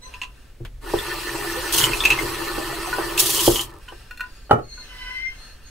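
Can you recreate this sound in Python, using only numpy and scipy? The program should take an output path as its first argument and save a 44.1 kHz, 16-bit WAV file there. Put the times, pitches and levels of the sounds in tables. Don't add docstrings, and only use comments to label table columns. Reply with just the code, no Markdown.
import sys
import numpy as np
from scipy import signal
from scipy.fft import rfft, irfft, next_fast_len
from scipy.io import wavfile
from scipy.ndimage import uniform_filter1d, map_coordinates

SR = 44100
rng = np.random.default_rng(int(sys.argv[2]) if len(sys.argv) > 2 else 0)


def pcm_store(signal):
    levels = np.round(np.clip(np.atleast_2d(signal), -1, 1) * 32767)
    wavfile.write(sys.argv[1], SR, levels.astype(np.int16).T)


N = 251349

# (time [s], peak level [dB], main ring [Hz])
HANDLE_CLACKS = [(.139, -26.5, 2700), (.216, -16.5, 2758), (.233, -23.5, 2740), (.987, -20.5, 3470),
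                 (1.781, -13, 2935), (1.813, -11.5, 3170), (1.8395, -4.5, 3050), (1.933, -13, 2620),
                 (2.004, -12.5, 3530), (2.038, -14.5, 2600), (2.0524, -1.5, 2627), (2.1032, -3.5, 2630),
                 (2.12, -12.5, 2707), (2.187, -15, 2090), (3.178, -12, 2724), (3.362, -17.5, 3070),
                 (3.393, -11.5, 3100), (3.464, -17, 3220), (3.558, -13, 3083), (3.593, -13, 3070),
                 (3.885, -31.5, 2970)]
# (frequency [Hz], level [dB], time to fade by 60 dB [s])
CUP_MODES = [(1009.4, -14, 0.15), (1463, 4, 0.064), (1872, -2.5, 0.048), (2430, -5.5, 0.033),
             (2725, -6.5, 0.063), (3560, -22, 0.068), (4200, -15.5, 0.057), (6600, -42, 0.025)]
# (frequency [Hz], level [dB per Hz])
FIZZ_COLOUR = [(300, -37), (1000, -8.5), (2300, 7), (3000, 8.5), (3650, 4), (4300, 6.5), (5600, 3.5),
               (7000, -1.5), (7900, 2.5), (10000, 0.5), (13000, -2.5), (15800, -3.5)]

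OPEN_S, SHUT_S = 0.805, 3.465
CUP_OUT_S, GURGLE_RELEASE_S = 2.95, 0.85
TIP_S, TIP_LENGTH_S = 1.89, 1.5


def amp(db):
    return 10 ** (np.asarray(db) / 20)


def unit(x):
    return x / np.sqrt(np.mean(x ** 2) + 1e-20)


def along(points, hz):
    f, v = np.transpose(points)
    return np.interp(np.log(hz + 1), np.log(f + 1), v)


def colour(points):
    return lambda hz: amp(along(points, hz))


def resonator(modes):
    def response(f):
        total = 0
        for k, (centre, width, db) in enumerate(modes):
            peak = 1j * f * width / (centre * centre - f * f + 1j * f * width)
            total = total + (-1) ** k * amp(db) * peak
        return total
    return response


def wobble(rate):
    knots = rng.standard_normal(int(N * rate / SR) + 4)
    return map_coordinates(knots, [np.arange(N) * rate / SR])


def filtered(x, response):
    m = next_fast_len(N + SR // 2)
    return irfft(rfft(x, m) * response(np.fft.rfftfreq(m, 1 / SR)), m)[..., :N]


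def noise():
    return rng.standard_normal((2, N))


def stereo(pair, response):
    # (frequency [Hz], likeness [0 to 1])
    likeness = [(100, 0.97), (330, 0.91), (600, 0.2), (1500, 0.78), (3000, 0.59), (5000, 0.11),
                (8000, 0.99), (15000, 0.98)]

    def blend(hz):
        turn = np.arccos(np.clip(along(likeness, hz), -1, 1)) / 2
        return response(hz) * np.array([np.cos(turn), np.sin(turn)])
    mid, side = filtered(pair, blend)
    return unit(np.array([mid + side, mid - side]))


def patter(rate, spread_db):
    hit = rng.random(N) < rate / SR
    scatter = np.clip(rng.standard_normal(N), -2, 2)
    size = hit * amp(np.clip(spread_db, 0, 10) * scatter)
    return unit(size * noise())


def patchy(pair, depth_db):
    z = signal.stft(pair, nperseg=512)[2]
    field = uniform_filter1d(rng.standard_normal(z.shape[1:]), size=7, axis=0)
    field = uniform_filter1d(field, size=7, axis=1)
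    return signal.istft(z * amp(depth_db * unit(field)), nperseg=512)[1][:, :N]


def walls(x, echo_db, count):
    echoes = 0
    for delay_s in rng.uniform(.0008, .009, count):
        echoes = echoes + np.pad(x, ((0, 0), (int(delay_s * SR), 0)))[:, :N]
    return unit(x + amp(echo_db) * echoes)


def tone(hz, partials, jitter, flutter_db):
    phase = 2 * np.pi * np.cumsum(hz * (1 + jitter * wobble(500))) / SR
    return unit(sum(amp(db + flutter_db * wobble(45)) * np.sin(k * phase) for k, db in partials))


def envelope(start, end, attack, release):
    t = np.arange(N) / SR
    return np.clip((t - start) / attack, 0, 1) * np.clip(1 - (t - end) / release, 0, 1)


def bursts(rows):
    return sum(amp(db) * envelope(start, end, attack, release) for start, end, db, attack, release in rows)


def swell(middle, length):
    return np.cos(np.pi * np.clip((np.arange(N) / SR - middle) / length, -.5, .5)) ** 2


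def swells(rows):
    return sum(amp(db) * swell(middle, length) for middle, length, db in rows)


def tipped(gain_db):
    return amp(gain_db * swell(TIP_S, TIP_LENGTH_S))


def add(track, s, sound):
    room = track[round(s * SR):][:len(sound)]
    room += sound[:len(room)]


def strike(modes, rise, rough, crack_db, crack_t60):
    t = np.arange(SR // 3) / SR
    hz, db, t60 = np.transpose(modes)[:, :, None]
    steps = rng.standard_normal((len(modes), len(t)))
    drift = rough * np.cumsum(steps, axis=1) * np.sqrt(hz / SR)
    phase = 2 * np.pi * (hz * t + rng.random(hz.shape)) + drift
    ring = np.sum(amp(db - 60 * t / t60) * np.sin(phase), axis=0) * (1 - np.exp(-t / rise))
    crack = amp(crack_db - 60 * t / crack_t60) * rng.standard_normal(len(t))
    blow = ring / np.abs(ring).max() + crack
    return blow / np.abs(blow).max()


def blows(events, modes, rise_s, softening, rough, crack_db, crack_t60):
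    track = np.zeros(N)
    lowest_hz = modes[0][0]
    for s, db, tilt_db in events:
        tilted = [(hz, level + tilt_db * np.log2(hz / lowest_hz), t60) for hz, level, t60 in modes]
        blow = strike(tilted, rise_s * amp(-softening * db), rough, crack_db + tilt_db, crack_t60)
        add(track, s, amp(db) * blow)
    return track


def aside(x, lag_s):
    return filtered(x, lambda hz: np.exp(1j * np.pi * lag_s * np.array([hz, -hz])))


def background():
    # (frequency [Hz], level [dB per Hz])
    quiet_colour = [(20, 0.5), (45, 3), (90, -12), (165, -21), (280, -21), (500, -24), (1000, -34),
                    (1600, -32.5), (2700, -34.5), (5000, -38), (15600, -46.5)]
    rub_colour = [(200, -4.5), (450, -0.5), (800, -3.5), (1200, -1), (1500, 6), (2200, -1.5), (2850, 3),
                  (3500, -3.5), (5300, -5.5), (6800, -12), (8500, -10.5), (15000, -20)]
    # (frequency [Hz], level [dB])
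    hum_tones = [(120, -65), (241, -69.5)]
    # (middle [s], length [s], level [dB])
    rub_times = [(.15, 0.4, -49), (.41, 0.4, -56), (3.96, .55, -49), (4.32, 0.65, -52.5), (4.98, 0.9, -48),
                 (5.45, 0.45, -48.5), (5.69, 0.29, -52.5)]
    air = amp(-44.0) * stereo(noise(), colour(quiet_colour))
    t = np.arange(N) / SR
    hum = sum(amp(db) * unit(np.sin(2 * np.pi * hz * t)) for hz, db in hum_tones)
    rustle = stereo(patchy(noise(), depth_db=1.5), colour(rub_colour))
    return air + hum + swells(rub_times) * walls(rustle, echo_db=-4.5, count=5)


def squeak():
    # (multiple of the pitch, level [dB])
    hoarse_partials = [(.5, -4.5), (1, 4), (2, -7), (4, 4.5), (6, -0.5), (8, -5.5)]
    start_s, end_s = 0.012, 0.07
    pitch_hz, glide_hz_per_s = 1008, 240
    age = np.clip(np.arange(N) / SR, start_s, end_s) - start_s
    voice = tone(pitch_hz + glide_hz_per_s * age, hoarse_partials, jitter=.022, flutter_db=4)
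    return amp(-48.5) * envelope(start_s, end_s, attack=0.015, release=0.045) * voice


def brushes():
    # (multiple of the main ring, level [dB])
    handle_tones = [(0.368, -21.5), (0.718, -19.5), (.94, -6), (1.002, 0.5), (1.059, -9), (1.5, -21.5),
                    (2.422, -18.5), (2.9, -26)]
    ring_t60_s, rebound_s, rebound_loss_db = 0.066, .018, 13.5
    cup_db, cup_db_per_db = -30, 0.32
    track = np.zeros(N)
    for s, db, hz in HANDLE_CLACKS:
        modes = [(hz * multiple, level, ring_t60_s) for multiple, level in handle_tones]
        for when, peak_db in (s, db), (s + rebound_s, db - rebound_loss_db):
            clack = strike(modes, rise=0.00037, rough=0.25, crack_db=-12 + 1.3 * peak_db, crack_t60=0.026)
            add(track, when, amp(peak_db) * clack)
        cup_hum = strike(CUP_MODES[:1], rise=.002, rough=0.33, crack_db=-26, crack_t60=.05)
        add(track, s, amp(cup_db + cup_db_per_db * db) * cup_hum)
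    return track


def scrapes():
    # (frequency [Hz], level [dB per Hz])
    scrape_colour = [(800, -21), (1800, -3), (3300, 1), (4800, -5), (7000, -11.5), (15000, -24)]
    below_clack_db, t60_s = -19.5, 0.11
    t = np.arange(N) / SR
    level = 0
    for s, db, _ in HANDLE_CLACKS:
        level = level + amp(db + below_clack_db - 60 * np.abs(t - s) / t60_s) * (t > s)
    return level * stereo(patter(rate=2500, spread_db=3), colour(scrape_colour))


def pipe():
    # (frequency [Hz], level [dB per Hz])
    pipe_colour = [(20, -4.5), (32, 9), (55, -5.5), (80, -7.5), (120, -7.5), (200, -44), (500, -93)]
    # (time [s], level [dB])
    lever_jolts = [(.62, -35.5), (.955, -29), (3.49, -20.5)]
    jolt_rise_s, jolt_t60_s = 0.01, 0.23
    grip_s = 0.59
    t = np.arange(N) / SR
    jolts = 0
    for s, db in lever_jolts:
        rise = np.clip(1 + (t - s) / jolt_rise_s, 0, 1)
        jolts = jolts + amp(db - 60 * np.abs(t - s) / jolt_t60_s) * rise
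    running = amp(-41) * tipped(3.5) * envelope(grip_s, SHUT_S, attack=.03, release=0.82)
    return (running + jolts) * stereo(noise(), colour(pipe_colour))


def knocks():
    # (time [s], peak level [dB], brightness [dB per octave])
    basin_bumps = [(.603, -27, -9.5), (.936, -7, 2.5), (1.897, -18, -5), (2.229, -15, -3),
                   (2.579, -17.5, 1), (2.983, -12.5, 10.5), (3.477, 0.5, -.5), (3.92, -30.5, 10.5)]
    cup_taps = [(2.928, -15, -11.5), (3.88, -32.5, 2.5), (4.109, -24.5, 4.5), (4.174, -30.5, 13.5),
                (4.195, -27, -2.5), (4.206, -15, 2), (4.237, -27, -6), (4.776, -35, -13)]
    # (frequency [Hz], level [dB], time to fade by 60 dB [s])
    bottom_modes = [(119.3, -21.5, 0.25), (234.7, -33, 0.37), (348, -4.5, 0.11), (401, -11, 0.099),
                    (454, -4, 0.061), (534, -14.5, 0.05), (664, -8.5, 0.025), (800, -10, 0.033),
                    (964, -14.5, 0.031), (1170, -23, 0.038), (1550, -33.5, 0.14)]
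    basin = blows(basin_bumps, bottom_modes, rise_s=.0016, softening=0.39, rough=0.087,
                  crack_db=-42, crack_t60=.02)
    cup = blows(cup_taps, CUP_MODES, rise_s=.0012, softening=.15, rough=0.14, crack_db=-27, crack_t60=0.07)
    return basin + cup


def tick():
    # (frequency [Hz], level [dB per Hz])
    tick_colour = [(300, -2), (1200, -0.5), (3200, 0.5), (5000, -13), (15000, -21)]
    start_s, level_db, t60_s = .65, -36, 0.1
    age = np.arange(N) / SR - start_s
    burst = stereo(noise(), colour(tick_colour))
    return amp(level_db - 60 * np.abs(age) / t60_s) * (age > 0) * burst


def wetting():
    age = np.maximum(np.arange(N) / SR - OPEN_S, 0)
    return amp(-6 * np.exp(-age / .4))


def filling():
    return amp(-34.5) * envelope(OPEN_S, CUP_OUT_S, attack=0.18, release=GURGLE_RELEASE_S)


def stream():
    # (frequency [Hz], width [Hz], level [dB])
    basin_modes = [(126.8, 11.3, -9), (337.6, 16.3, 3), (416, 46, -6), (580, 76, -12.5), (804, 19, -7.5),
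                   (901, 33, -8), (1006, 60, -8.5), (1110, 13, -5), (1190, 19, -6), (1308, 39, -8.5)]
    hollow_modes = [(1458, 29, 1.5), (1775, 43, 5.5), (1930, 79, -1.5), (2516, 170, -17), (2707, 40, -1),
                    (3020, 37, -25), (3240, 72, -10), (4110, 87, -5.5), (4530, 160, -9.5)]
    floor_modes = [(126, 18, -5.5), (380, 55, -12), (448, 39, -8), (890, 72, -10), (1023, 120, -10),
                   (1420, 230, -12.5), (2110, 180, -13)]
    # (start [s], end [s], level [dB], attack [s], release [s])
    slop_times = [(1.717, 1.876, -26.5, .06, .12), (2.04, 2.123, -30.5, .06, .12)]
    drum = stereo(patchy(patter(rate=1500, spread_db=1.5), depth_db=1.5), resonator(basin_modes))
    gurgle = stereo(patchy(patter(rate=1600, spread_db=0.0), depth_db=3), resonator(hollow_modes))
    slop = stereo(patter(rate=500, spread_db=2), resonator(floor_modes))
    jet = stereo(patchy(patter(rate=12000, spread_db=.5), depth_db=2.3), colour(FIZZ_COLOUR))
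    fizz = walls(jet, echo_db=-12.5, count=6)
    drum_gain = amp(-31 + 1.0 * wobble(25)) * tipped(1.5) * wetting()
    drum_gain *= envelope(OPEN_S, SHUT_S, attack=0.043, release=0.48) ** 2
    fizz_gain = amp(-34.5 + .32 * wobble(40)) * tipped(4)
    fizz_gain *= envelope(OPEN_S, SHUT_S, attack=.17, release=.25)
    return drum_gain * drum + fizz_gain * fizz + filling() * gurgle + bursts(slop_times) * slop


def bubbles(count, centre_hz, spread, cycles):
    track, t = np.zeros(N), np.arange(SR // 25) / SR
    times = rng.uniform(OPEN_S, CUP_OUT_S + GURGLE_RELEASE_S, count)
    for when, (pitch, size) in zip(times, rng.standard_normal((count, 2))):
        hz = np.clip(centre_hz * np.exp(spread * pitch), 400, 6000)
        age = t * hz / cycles
        gain = amp(2.7 * size) * np.exp(-2 * age) * (1 - np.exp(-10 * age))
        add(track, when, gain * np.sin(2 * np.pi * hz * t * (1 + 0.044 * age)))
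    return unit(track) * filling()


def spray():
    # (frequency [Hz], level [dB per Hz])
    spray_colour = [(1000, -14.5), (2200, -12.5), (3050, 2.5), (3800, -0.5), (4200, 1), (4900, -2.5),
                    (6000, 1.5), (6900, -0.5), (8500, -0.5), (11000, -1.5), (15600, -4.5)]
    # (start [s], end [s], level [dB], attack [s], release [s])
    spray_times = [(1.72, 1.839, -22, 0.0062, 0.045), (1.777, 1.801, -24.5, .008, .015),
                   (3.173, 3.454, -21, 0.0066, 0.22), (3.189, 3.204, -16, 0.0089, 0.016),
                   (3.609, 3.615, -32.5, .005, 0.017)]
    drops = patchy(patter(rate=13000, spread_db=4.0), depth_db=2.0)
    mist = walls(stereo(drops, colour(spray_colour)), echo_db=-13.5, count=6)
    near = unit(filtered(noise(), colour(spray_colour)))
    return amp(0.74 + 1.6 * wobble(90)) * bursts(spray_times) * (mist + amp(-8.5) * near)


def dribble():
    release_s = 0.43
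    drops = stereo(patter(rate=510, spread_db=0.5), colour(FIZZ_COLOUR))
    return amp(-56) * envelope(SHUT_S, SHUT_S + release_s / 2, attack=.1, release=release_s) * drops


def squeal():
    # (time [s], pitch [Hz])
    pitch_curve = [(4.3, 2297), (4.66, 2175), (4.85, 2070), (4.93, 1987), (4.99, 2024), (5.06, 2018),
                   (5.26, 2087), (5.42, 2126), (5.7, 2160)]
    # (multiple of the pitch, level [dB])
    shrill_partials = [(1, -17), (2, 0), (3, -7), (4, -20)]
    buzzy_partials = [(0.499, -9.5), (0.751, -9), (1, 1), (1.25, -16), (1.499, -2), (1.999, -9.5),
                      (2.25, -14.5), (2.5, -16), (2.75, -15)]
    # (middle [s], length [s], level [dB])
    shrill_times = [(4.37, 0.48, -62), (4.77, 0.37, -47.5), (5.44, 0.33, -53.5), (5.7, 0.19, -54)]
    # (frequency [Hz], width [Hz], level [dB])
    rasp_modes = [(1533, 59, 1), (2070, 130, -2.5), (2860, 250, -5), (4126, 290, -10), (5300, 620, -13.5)]
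    hz = np.interp(np.arange(N) / SR, *np.transpose(pitch_curve))
    shrill = tone(hz, shrill_partials, jitter=.022, flutter_db=3)
    buzz = tone(hz, buzzy_partials, jitter=0.01415, flutter_db=5)
    whistle = tone(hz, [(1, 0)], jitter=.008, flutter_db=3)
    rasp = amp(-5) * stereo(noise(), resonator(rasp_modes)).mean(axis=0)
    buzzing = amp(-43.5) * swell(middle=5.11, length=0.694) * (buzz + rasp)
    whistling = amp(-37) * swell(middle=5.2, length=0.39) * whistle
    return swells(shrill_times) * shrill + buzzing + whistling


def landing():
    # (time [s], peak level [dB], brightness [dB per octave])
    landing_blows = [(4.494, -24, 5.5), (4.504, -20, 9), (4.5105, 3, 4.5), (4.528, -6.5, -3.5),
                     (4.584, -19.5, -0.5)]
    # (frequency [Hz], level [dB], time to fade by 60 dB [s])
    counter_modes = [(118.6, -6.5, 0.19), (237.7, -12, 0.15), (336, 1.5, 0.082), (408, 7.5, 0.041),
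                     (472, -7, 0.087), (550, 4.5, 0.037), (610, 4, 0.038), (713, -2, 0.1), (806, 1, 0.04),
                     (849, 1.5, 0.039), (1116, -19, 0.14), (1248, -9.5, 0.12), (1326, -6.5, 0.081),
                     (1398, -3.5, 0.037), (1796, -27.5, 0.2), (1870, -15.5, 0.044), (2330, -33.5, 0.13),
                     (2947, -20, 0.047)]
    return blows(landing_blows, counter_modes, rise_s=0.00035, softening=1.3, rough=0.25,
                 crack_db=-62, crack_t60=0.017)


def kitchen(x):
    # (frequency [Hz], time to fade by 60 dB [s])
    room_t60 = [(150, 0.28), (1000, 0.18), (3000, 0.17), (12000, 0.13)]
    hz, t, z = signal.stft(rng.standard_normal((2, SR // 2)), SR, nperseg=256)
    fade = amp(-60 * t / along(room_t60, hz)[:, None])
    tail = signal.istft(z * fade, SR, nperseg=256)[1]
    mid, side = signal.fftconvolve(x[None], tail / np.linalg.norm(tail[0]), axes=1)[:, :N]
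    # (frequency [Hz], gain)
    width = [(150, 0.17), (600, 1.3), (4000, 1.2), (8000, 0.8)]
    side = filtered(side, lambda f: along(width, f))
    return np.array([mid + side, mid - side])


def scene():
    whine = amp(2.5) * (squeak() + squeal())
    hits = brushes() + knocks()
    thud = landing()
    air_bubbles = amp(-9.5) * bubbles(count=260, centre_hz=1295, spread=.55, cycles=23)
    water = pipe() + stream() + air_bubbles + spray() + dribble()
    direct = hits + aside(thud, lag_s=-0.000097) + aside(whine, lag_s=.00008)
    echo = kitchen(amp(-10.5) * hits + amp(-8.5) * thud + amp(-2) * whine)
    return direct + echo + water + scrapes() + tick() + background()


def record(dry):
    return filtered(np.clip(dry, -1, 1), lambda hz: hz < 15730)


dry = scene()
out = record(dry)
pcm_store(out)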